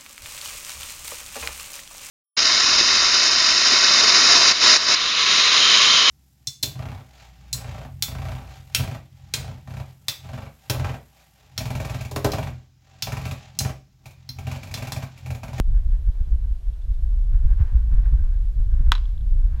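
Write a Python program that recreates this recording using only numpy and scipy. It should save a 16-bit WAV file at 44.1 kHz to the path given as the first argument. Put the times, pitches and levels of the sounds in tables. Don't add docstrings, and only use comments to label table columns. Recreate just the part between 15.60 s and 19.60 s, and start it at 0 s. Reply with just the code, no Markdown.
import sys
import numpy as np
from scipy import signal
from scipy.fft import rfft, irfft
from scipy.io import wavfile
from scipy.ndimage import uniform_filter1d

SR = 44100
rng = np.random.default_rng(int(sys.argv[2]) if len(sys.argv) > 2 else 0)


def transcribe(signal):
    frames = np.atleast_2d(signal).T
    limited = np.clip(frames, -1, 1)
    pcm = np.round(limited * 32767).astype(np.int16)
    wavfile.write(sys.argv[1], SR, pcm)


N = 176400
T = np.arange(N) / SR
HIT_S = 3.3191

# time_s, rumble_db, rush_db
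BREEZE = [(0, -11, -69), (.3, -24, -65.5), (.55, -24.5, -67), (.85, -23.5, -70), (1.0, -29, -71.5),
          (1.2, -26.5, -72), (1.55, -18.5, -68.5), (1.72, -18, -67.5), (2.05, -19, -55.5),
          (2.27, -18.5, -63), (2.37, -20.5, -59), (2.62, -17.5, -60.5), (2.9, -19.5, -68),
          (3.25, -17.5, -62.5), (3.56, -23, -69), (3.75, -16.5, -68), (3.97, -22.5, -57.5)]
# time_s, thump_db, rush_db
GUSTS = [(0.171, -14, -61.5), (0.281, -12.5, -76), (0.334, -11.5, -60.5), (.485, -12, -68),
         (0.612, -17.5, -75), (0.737, -12.5, -66), (.845, -23.5, -74), (0.914, -18, -75), (1.082, -19, -71),
         (1.309, -16.5, -68), (1.43, -18, -75), (1.755, -11.5, -57.5), (1.858, -11.5, -61),
         (1.92, -13, -57), (2.012, -12, -57), (2.158, -11.5, -61.5), (2.34, -11, -53.5),
         (2.391, -12.5, -64.5), (2.47, -16, -56.5), (2.534, -11, -63), (2.621, -18, -69.5),
         (3.0, -11.5, -66), (3.135, -16, -64), (3.207, -15.5, -61), (3.279, -10, -55.5), (3.72, -15.5, -75),
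         (3.8, -18.5, -74), (3.852, -12.5, -65)]


def from_db(db):
    return 10 ** (np.asarray(db) / 20)


def rms_one(x):
    return x / np.sqrt(np.mean(x ** 2) + 1e-20)


def in_time(rows):
    times, *columns = np.transpose(rows)
    return [np.interp(T, times, column) for column in columns]


def swell(time_s, width_s):
    return np.exp(-((T - time_s) / width_s) ** 2)


def dying(t, fade_s):
    return (t >= 0) * np.exp(-np.log(1000) * np.maximum(t, 0) / fade_s)


def delayed(x, delay_s):
    return np.interp(T - delay_s, T, x, left=0)


def butter(x, hz, kind, order=2):
    return signal.sosfilt(signal.butter(order, hz, kind, fs=SR, output="sos"), x + 1e-18)


def resonance(x, hz, q):
    return signal.lfilter(*signal.iirpeak(hz, q, fs=SR), x + 1e-18)


def ring(force, hz, fade_s):
    decay = np.exp(-np.log(1000) / (fade_s * SR))
    angle = 2 * np.pi * hz / SR
    return signal.lfilter([.5, 0, -.5], [1, -2 * decay * np.cos(angle), decay ** 2], force + 1e-18)


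def noise(spectrum):
    hz, db = np.transpose(spectrum)
    bins_hz = np.maximum(np.arange(N // 2 + 1) * SR / N, 1)
    gain = from_db(np.interp(np.log(bins_hz), np.log(hz), db))
    return rms_one(irfft(rfft(rng.standard_normal(N)) * gain, N))


def drift(rate_hz):
    bins_hz = np.arange(N // 2 + 1) * SR / N
    return rms_one(irfft(rfft(rng.standard_normal(N)) / (1 + (bins_hz / rate_hz) ** 2), N))


def wind_rumble(swirls, level_db=1.02, flutter_db=.55, split_hz=85.6, brightening=.027):
    # pitch_hz, level_db
    spectrum = [(10, -12), (20, -6.5), (30, 3), (50, -2), (70, -13.5), (100, -21), (140, -33.5),
                (200, -43.5), (300, -58), (600, -72), (1500, -93), (15000, -130)]
    # time_s, dip_db
    lulls = [(0.037, -13), (.235, -1.5), (0.539, -7.5), (.66, -4.5), (1.014, -8.5), (1.16, -5.5),
             (1.215, -4), (2.09, -7.5), (2.94, -9.5), (3.599, -3.5)]
    breeze_db, _ = in_time(BREEZE)
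    gust_power = sum(from_db(db) ** 2 * swell(s, width_s=.014) for s, db, _ in GUSTS)
    lull_db = sum(db * swell(s, width_s=.021) for s, db in lulls)
    strength = np.sqrt(from_db(breeze_db) ** 2 + gust_power)
    strength *= from_db(level_db + lull_db + flutter_db * swirls)
    rumble = noise(spectrum)
    rumble /= np.sqrt(uniform_filter1d(uniform_filter1d(rumble ** 2, size=1500), size=1500))
    deep, upper = (butter(butter(rumble, split_hz, kind), split_hz, kind) for kind in ("low", "high"))
    return strength * (deep + upper * rms_one(strength) ** brightening)


def wind_whistle(flow, share_db=-9.5):
    # time_s, level_db
    flares = [(.17, -65), (.34, -66), (.735, -69), (1.925, -65), (2.07, -63), (2.16, -65), (2.47, -68),
              (2.6, -63), (2.645, -66.5), (2.75, -63.5), (3.135, -61.5)]
    flare_power = sum(from_db(db) ** 2 * swell(s, width_s=.021) for s, db in flares)
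    strength = np.sqrt((flow * from_db(share_db)) ** 2 + flare_power)
    return strength * rms_one(resonance(rng.standard_normal(N), hz=1572, q=18))


def wind(flutter_db=2):
    # pitch_hz, level_db
    spectrum = [(100, -5.5), (250, 2.5), (400, 2), (700, -1.5), (1050, 1.5), (1350, -2), (1600, 0.5),
                (1850, -3), (2100, -8), (2500, -8.5), (3000, -15.5), (4000, -18), (6000, -25.5),
                (15000, -41)]
    swirls = drift(rate_hz=14)
    _, breeze_db = in_time(BREEZE)
    gust_power = sum(from_db(db) ** 2 * swell(s, width_s=.021) for s, _, db in GUSTS)
    flow = np.sqrt(from_db(breeze_db) ** 2 + gust_power)
    rush = flow * noise(spectrum) * from_db(flutter_db * swirls)
    return rush + wind_whistle(flow) + wind_rumble(swirls)


def background():
    # pitch_hz, level_db
    spectrum = [(30, 10), (200, 3), (400, 1.5), (630, -1), (1000, -8.5), (1600, -14.5), (2300, -12.5),
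                (3500, -10.5), (5000, -15), (8000, -18.5), (12500, -22), (15000, -31.5)]
    return from_db(-59.5) * noise(spectrum)


def whine(pitch_hz=12618, level_db=-81):
    return from_db(level_db) * np.sqrt(2) * np.sin(2 * np.pi * pitch_hz * T)


def shoe_scuffs():
    # time_s, level_db, half_length_s
    scuffs = [(0.31, -65.5, .006), (0.523, -67, .005), (.66, -69, 0.0041), (1.137, -67, 0.0051),
              (1.222, -65, 0.0036), (1.345, -62.5, 0.0046), (3.988, -69.5, 0.013)]
    strength = sum(from_db(db) * np.exp(-.5 * ((T - s) / half_s) ** 2) for s, db, half_s in scuffs)
    return strength * rms_one(resonance(rng.standard_normal(N), hz=3520, q=8.2))


def bat_crack(contact_s=.0001, gain_db=-.5):
    # pitch_hz, level_db, fade_s
    tones = [(940, -8, 0.015), (1164, 1, 0.0045), (1503, -1.5, 0.0077), (2050, -26, 0.022),
             (2730, -6, 0.0013), (3320, -3, 0.0068), (3960, -11.5, 0.01), (5070, -18, 0.0076),
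             (5550, -26.5, .025), (6370, -23, 0.013), (7810, -23, 0.0073), (9980, -23.5, .0078),
             (12270, -20.5, 0.0041), (14900, -25.5, 0.0031)]
    force = np.exp(-.5 * ((T - HIT_S) * 2 * np.pi / contact_s) ** 2)
    force /= force.sum()
    crack = sum((-1) ** k * from_db(db) * ring(force, hz, fade_s)
                for k, (hz, db, fade_s) in enumerate(tones))
    thud = from_db(-21.5) * ring(force, hz=270, fade_s=.0094)
    return from_db(gain_db) * (crack + thud)


def near_bounces(crack):
    # delay_s, level_db
    bounces = [(.00364, -9.5), (.00519, -8)]
    dull = butter(crack, hz=1600, kind="low")
    return sum(from_db(db) * delayed(dull, delay_s) for delay_s, db in bounces)


def scatter(rise_s=.0023, late_fade_s=.48, clump_db=3):
    # pitch_hz, early_db, early_fade_s, late_db
    bands = [(485, -57, 0.083, -74.5), (974, -36, 0.043, -49.5), (1260, -43, .11, -52.5),
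             (1647, -38, .11, -60.5), (2330, -40, 0.15, -55.5), (3260, -39, 0.091, -50),
             (4350, -33.5, 0.046, -54), (6140, -42, 0.06, -63), (8900, -53.5, 0.06, -74),
             (12700, -56, .05, -79.5)]
    age_s = T - HIT_S
    tails = np.zeros(N)
    for hz, early_db, early_fade_s, late_db in bands:
        band = rms_one(butter(rng.standard_normal(N), [hz / 2 ** .25, hz * 2 ** .25], "band", order=3))
        early = from_db(early_db) * dying(age_s, early_fade_s)
        late = from_db(late_db) * dying(age_s, late_fade_s)
        tails += band * (early + late)
    clumps = rms_one(from_db(clump_db * drift(rate_hz=260)))
    rise = 1 - np.exp(-np.maximum(age_s, 0) / rise_s)
    return tails * clumps * rise


def far_echoes(crack, smear_db=-11):
    # delay_s, band_db, pitch_hz, plain_db
    echoes = [(.0105, -27.5, 3970, -40), (0.014, -26, 3010, -31), (0.033, -9.5, 4040, -22.5),
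              (0.037, -27, 4000, -26), (0.045, -30, 3920, -34), (0.052, -33, 3950, -43),
              (0.0606, -36, 4200, -33), (.1358, -31, 3330, -48), (.2585, -35, 3580, -60),
              (0.29, -38.5, 3540, -59)]
    smear = (rng.standard_normal(N) * dying(T, fade_s=.024))[:SR // 10]
    smear /= np.linalg.norm(smear)
    rough = crack + from_db(smear_db) * signal.fftconvolve(crack, smear)[:N]
    return sum(delayed(from_db(band_db) * resonance(rough, hz, q=9.2) + from_db(plain_db) * rough, s)
               for s, band_db, hz, plain_db in echoes)


def scene():
    crack = bat_crack()
    hit = crack + near_bounces(crack) + far_echoes(crack) + scatter()
    return (hit + wind() + shoe_scuffs() + background())[None]


def record(dry):
    cutoff_hz = 15600
    treble_cut = signal.ellip(10, .1, 80, cutoff_hz, fs=SR, output="sos")
    return signal.sosfilt(treble_cut, dry + whine())


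dry = scene()
out = record(dry)
transcribe(out)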